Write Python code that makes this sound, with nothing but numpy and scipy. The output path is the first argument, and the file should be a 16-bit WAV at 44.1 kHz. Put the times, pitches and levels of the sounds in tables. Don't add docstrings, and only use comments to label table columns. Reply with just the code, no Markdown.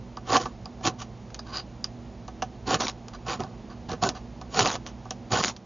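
import sys
import numpy as np
from scipy import signal
from scipy.fft import rfft, irfft
from scipy.io import wavfile
from scipy.ndimage import uniform_filter1d

SR = 44100
rng = np.random.default_rng(int(sys.argv[2]) if len(sys.argv) > 2 else 0)


def master_out(mix):
    frames = np.transpose(np.atleast_2d(mix))
    ceiling = np.clip(frames, -1, 1)
    pcm = np.round(ceiling * 32767).astype(np.int16)
    wavfile.write(sys.argv[1], SR, pcm)


N = 249165

# full_bite_s, hold_s, swell_over_hold_db, edge_bite_db, table_force_db,
# table_tilt_db_per_octave, grit_tilt_db_per_octave, rise_s, fall_s
STROKE_EVENTS = [ (0.318, 0.045, 8, -30.5, -26.5, -0.5, -2, 0.066, 0.022),
                 (0.408, 0.02, -5, -31.5, -32.5, -3, 0.5, 0.027, 0.092),
                 (0.860, 0.015, 3.5, -25, -26, -1.5, -0.95, 0.035, 0.033),
                 (2.681, 0.069, 5, -32.5, -30, -2.2, -2, 0.026, 0.039),
                 (3.294, 0.042, -1, -33.5, -33, -1, -3, 0.045, 0.057),
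                 (3.399, 0.051, -11, -45.5, -30.5, -3.5, -3.5, 0.0092, 0.13),
                 (3.891, 0.045, -2.5, -43, -34, -10.5, -5.5, 0.0092, 0.051),
                 (4.028, 0.046, -3.5, -28.5, -22.5, -3, 0, 0.015, 0.045),
                 (4.592, 0.037, -1, -22, -24, -2.2, 0.8, 0.081, 0.047),
                 (5.323, 0.091, -1, -26, -26, -1.1, -0.4, 0.022, 0.0091)]
# full_level_s, hold_s, level_db, fizz_tilt_db_per_octave
SPARK_SHOWERS = [(2.81, 0.085, -28, 0.8), (4.655, 0.091, -26.5, 0.1), (5.436, 0.064, -28, 1.5)]
# pitch_hz, width_hz, level_db
TABLE_MODES = [(103, 56, -7), (265, 31, -6.5), (363, 73, -5), (479, 53, -2), (647, 72, -5), (754, 46.3, 1),
               (885, 110, -7.5), (1007, 131, -4), (1156, 84, -0.5), (1266, 67, -7), (1511, 56, -7.5),
               (1728, 43, -9.5)]
# pitch_hz, width_hz, level_db
BLADE_MODES = [(3000, 44, -16), (3750, 400, -9.5), (4850, 190, 3), (4650, 46, -5), (5060, 220, -2),
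               (6600, 580, -13)]
# frequency_hz, level_db
GRIT_SPECTRUM = [(100, -21.5), (900, -0.5), (1600, 0), (2100, -7), (2500, -3.5), (3100, -1.5), (3700, -4.5),
                 (4400, -0.5), (5200, -3), (5900, -3), (6500, -4), (6950, 0.5)]
# frequency_hz, level_db
GLIDE_SPECTRUM = [(200, -11.5), (1200, 2), (2200, -1.5), (3000, 4.5), (3800, -1.5), (4900, -1), (6000, 6.5),
                  (7000, -2.5)]

EDGE_HZ = 7085
RING_T = np.arange(4096) / SR
FADE_DB = 30
RISE_BEND = 1.51


def amp(db):
    return 10 ** (np.asarray(db) / 20)


def evened(x):
    return x / np.sqrt(np.mean(x ** 2) + 1e-20)


def held(x, steady_s=0.024):
    power = abs(uniform_filter1d(x ** 2, int(steady_s * SR) + 1))
    return x / np.sqrt(power + 1e-20)


def read(points, hz):
    f, value = np.transpose(points)
    return np.interp(np.log(hz + 1), np.log(f + 1), value)


def add(mix, s, sound):
    part = mix[max(round(s * SR), 0):][:len(sound)]
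    part += sound[:len(part)]


def wander(hz):
    knots = rng.standard_normal(N // 20)
    return evened(np.interp(np.arange(N) * 2 * hz / SR, np.arange(N // 20), knots))


def grains(per_s, spread_db):
    size = amp(spread_db * np.minimum(rng.exponential(1, N), 4))
    return size * rng.choice([-1, 1], N) * (rng.random(N) < per_s / SR)


def colour(points, size=2048):
    cepstrum = irfft(np.log(amp(read(points, np.fft.rfftfreq(size, 1 / SR)))))
    cepstrum[1:size // 2] *= 2
    cepstrum[size // 2 + 1:] = 0
    return irfft(np.exp(rfft(cepstrum)))


def ring(modes):
    response = 0
    for k, (hz, width, db) in enumerate(modes):
        decay = np.exp(-np.pi * width * RING_T)
        response = response + (-1) ** k * amp(db) * width * decay * np.sin(2 * np.pi * hz * RING_T)
    return response


def through(drive, response):
    return held(signal.oaconvolve(drive, response)[:N])


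def control(events, axis, t):
    rows = np.array(events)
    edges = np.column_stack([rows[:, 0], rows[:, 0] + rows[:, 1]]).ravel()
    return np.interp(t, edges, np.repeat(rows[:, axis], 2))


def mottled(x, events, axis, patchy_db, size=4):
    hz, t, z = signal.stft(x, SR, nperseg=256)
    patches = uniform_filter1d(rng.standard_normal(z.shape), size, axis=0)
    patches = uniform_filter1d(patches, size, axis=1)
    octaves = np.log2(np.maximum(hz, 500) / 4000)[:, None]
    tilt = octaves * control(events, axis, t)
    return held(signal.istft(z * amp(tilt + patchy_db * evened(patches)), nperseg=256)[1][:N])


def envelope(s, hold_s, swell_db, rise_s, fall_s):
    t = np.arange(N) / SR - s
    rising = (np.maximum(-t, 0) / rise_s) ** RISE_BEND
    falling = np.maximum(t - hold_s, 0) / fall_s
    return amp(swell_db * np.clip(t / hold_s, 0, 1) - FADE_DB * np.minimum(rising + falling, 10))


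def background(air_db=-51.5, rumble_db=-3, waver_db=2.4, drift_turns=0.099):
    # frequency_hz, level_db
    air_spectrum = [(12, -56), (20, -30.5), (45, -3.5), (68, -2), (81, -13), (109, -1.5), (146, -8.5),
                    (238, -3.5), (269, -12.5), (327, -17), (388, -14.5), (428, -18), (752, -18),
                    (1420, -32), (7000, -40.5), (9100, -63), (15400, -120)]
    # pitch_hz, level_db (root mean square, before wavering)
    hum_lines = [(59.3, -51.5), (119.3, -50.5), (196, -59.5), (215.5, -59.5), (238.6, -51.5), (323, -61.5),
                 (357, -65)]
    t, f = np.arange(N) / SR, np.fft.rfftfreq(N, 1 / SR)
    z = rfft(rng.standard_normal(N)) * amp(read(air_spectrum, f))
    wash = z / irfft(z * ((f > 400) & (f < EDGE_HZ)), N).std()
    rumble = amp(read([(250, rumble_db), (400, 0.0023)], f))
    air = amp(air_db) * irfft(wash * rumble, N)
    hum = 0
    for hz, db in hum_lines:
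        level = amp(db + waver_db * wander(4.9))
        hum = hum + level * np.sin(2 * np.pi * (hz * t + drift_turns * wander(4)))
    return air + np.sqrt(2) * hum


def surroundings(x, echo_db=-19, t60=0.1, count=160):
    delay = rng.uniform(0.0041, 0.086, count)
    echoes = np.zeros(SR)
    echoes[(delay * SR).astype(int)] = rng.choice([-1, 1], count) * np.exp(-np.log(1000) * delay / t60)
    return x + amp(echo_db) * signal.oaconvolve(x, echoes / np.linalg.norm(echoes))[:N]


def shower_gain(flare_s=0.027, burn_db_per_s=-88.5, go_out_s=0.042):
    return sum(amp(db) * envelope(s, hold, burn_db_per_s * hold, flare_s, go_out_s)
               for s, hold, db, _ in SPARK_SHOWERS)


def sparks(fizz_db=1.0, pop_db=3, pop_s=0.000098):
    # frequency_hz, level_db
    fizz_spectrum = [(100, -47), (170, -6.5), (255, 1), (327, -2.5), (546, -3), (757, -1.5), (844, -2.5),
                     (1070, 0), (1700, -13), (4060, -11), (4600, -11.5), (7000, -11), (9100, -39.5),
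                     (15400, -120)]
    # time_s, peak_db
    pop_events = [(2.8072, -17), (2.8155, -15), (2.897, -17), (4.6066, -2.5), (4.6578, -4), (4.6942, -13),
                  (4.8642, -18), (5.373, -12), (5.438, -2.5), (5.446, -2.5), (5.481, -10)]
    crackle = grains(5000, 2.4) * amp(2.0 * wander(150))
    fizz = mottled(through(crackle, colour(fizz_spectrum)), SPARK_SHOWERS, axis=3, patchy_db=3.5)
    out = amp(fizz_db) * shower_gain() * fizz
    u = RING_T / pop_s
    blast = (1 - u) * np.exp(-u)
    for s, db in pop_events:
        add(out, s + 0.001075, amp(db + pop_db) * blast)
    return out


def slide_gains(ease=0.51, fall_s=0.037):
    # full_level_s, hold_s, swell_over_hold_db, edge_bite_db, table_force_db,
    # blade_ring_db
    slide_events = [ (0.995, 0.029, 4, -46.5, -47, -59), (1.393, 0.0096, -13.5, -56, -34.5, -30.5),
                    (1.47, 0.063, 3.5, -57, -47.5, -53), (1.548, 0.053, -3.5, -40, -37.5, -32),
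                    (3.136, 0.015, 3, -52.5, -43, -52), (3.703, 0.025, -2, -58.5, -44, -54.5),
                    (4.155, 0.022, -1.5, -49, -40, -49), (4.869, 0.032, -11.5, -43.5, -43.5, -65)]
    return sum(np.outer(amp(levels_db), envelope(s, hold, swell, ease * hold, fall_s))
               for s, hold, swell, *levels_db in slide_events)


def sliding(grit_db=4, blade_db=-4.5, table_db=-2, light_hz=800):
    bumps = grains(5000, 3.3) * amp(1.4 * wander(180))
    upper = signal.sosfilt(signal.butter(2, light_hz, "high", fs=SR, output="sos"), ring(TABLE_MODES))
    bite, force, ringing = slide_gains()
    edge = amp(grit_db) * bite * through(bumps, colour(GLIDE_SPECTRUM))
    wood = amp(table_db) * force * through(bumps, upper)
    blade = amp(blade_db) * ringing * through(bumps, ring(BLADE_MODES))
    return edge + wood + blade


def taps(knock_db=2, blade_db=-2, scuff_db=-7, crack_s=0.0012, scuff_s=0.0089, rise_s=0.0047,
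         focus_db=11, focus_octaves=0.51, damping=0.75, give_s=0.00042):
    # time_s, crack_db, crack_tilt_db_per_octave, table_knock_db,
    # blade_ring_db, table_focus_hz
    tap_events = [ (0.170, -31.5, 0, -27, -32, 1040), (0.2933, -41, -7, -26, -41, 1090),
                  (0.3302, -16, 0.5, -16.5, -23, 760), (0.3556, -21, -1, -14.5, -33, 1100),
                  (0.3671, -7.5, 5, -16.5, -44, 750), (0.4558, -24, -4, -22, -43, 1060),
                  (0.6563, -30, 1, -33, -26, 940), (0.809, -38, -5, -36.5, -51, 696),
                  (0.8729, -10.5, 1, -28, -26, 751), (1.0182, -25.5, -1, -38, -42, 787),
                  (1.3028, -37.5, -2, -49, -68, 740), (1.3446, -22, 5.5, -51, -64, 1110),
                  (1.5704, -31, -7, -35, -16.5, 1100), (1.842, -18, 1, -38, -11.5, 1330),
                  (2.2795, -31, 1, -31, -41, 910), (2.4214, -15.5, -2, -19, -45.5, 780),
                  (2.7058, -17, 5, -18, -36, 820), (2.7427, -7, -2, -22, -47, 1200),
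                  (2.8046, -13, 4.5, -23.5, -21, 800), (2.8814, -15, -1, -30, -22, 910),
                  (3.0827, -30.5, 1, -42, -36, 1090), (3.2650, -32, -4, -31, -57, 740),
                  (3.4034, -23.5, -5, -26, -45, 738), (3.4356, -31.5, -5, -30, -32, 760),
                  (3.8935, -24, 1, -28, -42, 740), (3.916, -24, -0.5, -26, -42.5, 403),
                  (3.9310, -26, -1, -25, -41, 470), (4.0194, -29.5, 5, -30, -37, 1150),
                  (4.0359, -11, 1.5, -21, -29, 760), (4.0897, -13, 12, -29, -19, 762),
                  (4.4134, -31, -3, -33, -57, 950), (4.5438, -23, -1, -29.5, -23.5, 755),
                  (4.5917, -3, -1.5, -18.5, -30, 794), (4.6580, -14.5, -6, -21, -30, 800),
                  (4.6725, -12.5, -3, -38, -39, 905), (4.7535, -16.5, -3.5, -27.5, -27, 1000),
                  (5.0534, -42, 3, -34, -65, 970), (5.1070, -14, 11, -29, -30, 690),
                  (5.3320, -13.5, -7, -19.5, -38, 570), (5.5635, -29, 4, -45, -61, 930)]
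    out = np.zeros(N)
    size = len(RING_T)
    blade = ring(BLADE_MODES) * (1 - np.exp(-RING_T / give_s))
    soft = signal.butter(4, EDGE_HZ, fs=SR, output="sos")
    noises = rng.standard_normal((len(tap_events), 3, size))
    for (s, crack, tilt, knock, steel, hz), noise in zip(tap_events, noises):
        grit = colour([(f, db + tilt * np.log2(f / hz)) for f, db in GRIT_SPECTRUM])
        burst = noise[0] * np.exp(-RING_T / crack_s)
        snap = signal.fftconvolve(burst, grit)[:size]
        settling = noise[1] * noise[2] ** 2 * np.exp(-RING_T / scuff_s)
        scuff = signal.fftconvolve(settling, colour(GLIDE_SPECTRUM))[:size]
        wood = ring([(f, damping * width, db + focus_db * np.exp(-(np.log2(f / hz) / focus_octaves) ** 2))
                     for f, width, db in TABLE_MODES])
        wood = wood * (1 - np.exp(-RING_T / rise_s)) ** 2
        parts = [(signal.sosfilt(soft, snap), crack), (signal.sosfilt(soft, scuff), crack + scuff_db),
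                 (wood, knock + knock_db), (blade, steel + blade_db)]
        for sound, db in parts:
            add(out, s + .0006, amp(db) * sound / abs(sound).max())
    return out


def stroke_gains(table_linger=1.7):
    bite = force = 0
    for s, hold, swell, bite_db, force_db, _, _, rise, fall in STROKE_EVENTS:
        bite = bite + amp(bite_db) * envelope(s, hold, swell, rise, fall)
        force = force + amp(force_db) * envelope(s, hold, swell, rise, fall * table_linger)
    return bite, force


def scraping(chatter_hz=150, chatter_db=1.5, grit_db=4, shift_db=2, thud_db=2.0, lowest_hz=122):
    chips = grains(7000, 2.8) * amp(chatter_db * wander(chatter_hz))
    grit = mottled(through(chips, colour(GRIT_SPECTRUM)), STROKE_EVENTS, axis=6, patchy_db=2.0)
    tilt = control(STROKE_EVENTS, axis=5, t=np.arange(N) / SR)
    wood = 0
    for k, mode in enumerate(TABLE_MODES):
        slope = tilt - thud_db * (mode[0] < 300)
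        level = amp(slope * np.log2(mode[0] / 800) + shift_db * wander(14))
        wood = wood + signal.oaconvolve(chips, ring([mode]))[:N] * (-1) ** k * level
    wood = signal.sosfilt(signal.butter(4, lowest_hz, "high", fs=SR, output="sos"), wood)
    bite, force = stroke_gains()
    return amp(grit_db) * bite * grit + force * held(wood)


def scene():
    # time_s, level_db
    swell_points = [(0, -0.5), (5.33, 0.5), (5.5, -2.5), (5.65, -3.5)]
    # frequency_hz, left_minus_right_db
    lean_points = [(1000, -3), (1400, -2.3), (2000, -0.5), (3000, 0)]
    swell = amp(np.interp(np.arange(N) / SR, *np.transpose(swell_points)))
    mono = surroundings(scraping() + sliding() + taps() + sparks()) + swell * background()
    lean = read(lean_points, np.fft.rfftfreq(N, 1 / SR))
    return irfft(rfft(mono) * amp([lean / 2, -lean / 2]), N)


def record(dry):
    lowpass = signal.firwin(1023, EDGE_HZ, window=("kaiser", 9), fs=SR)
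    return signal.oaconvolve(dry, lowpass[None], "same")


dry = scene()
out = record(dry)
master_out(out)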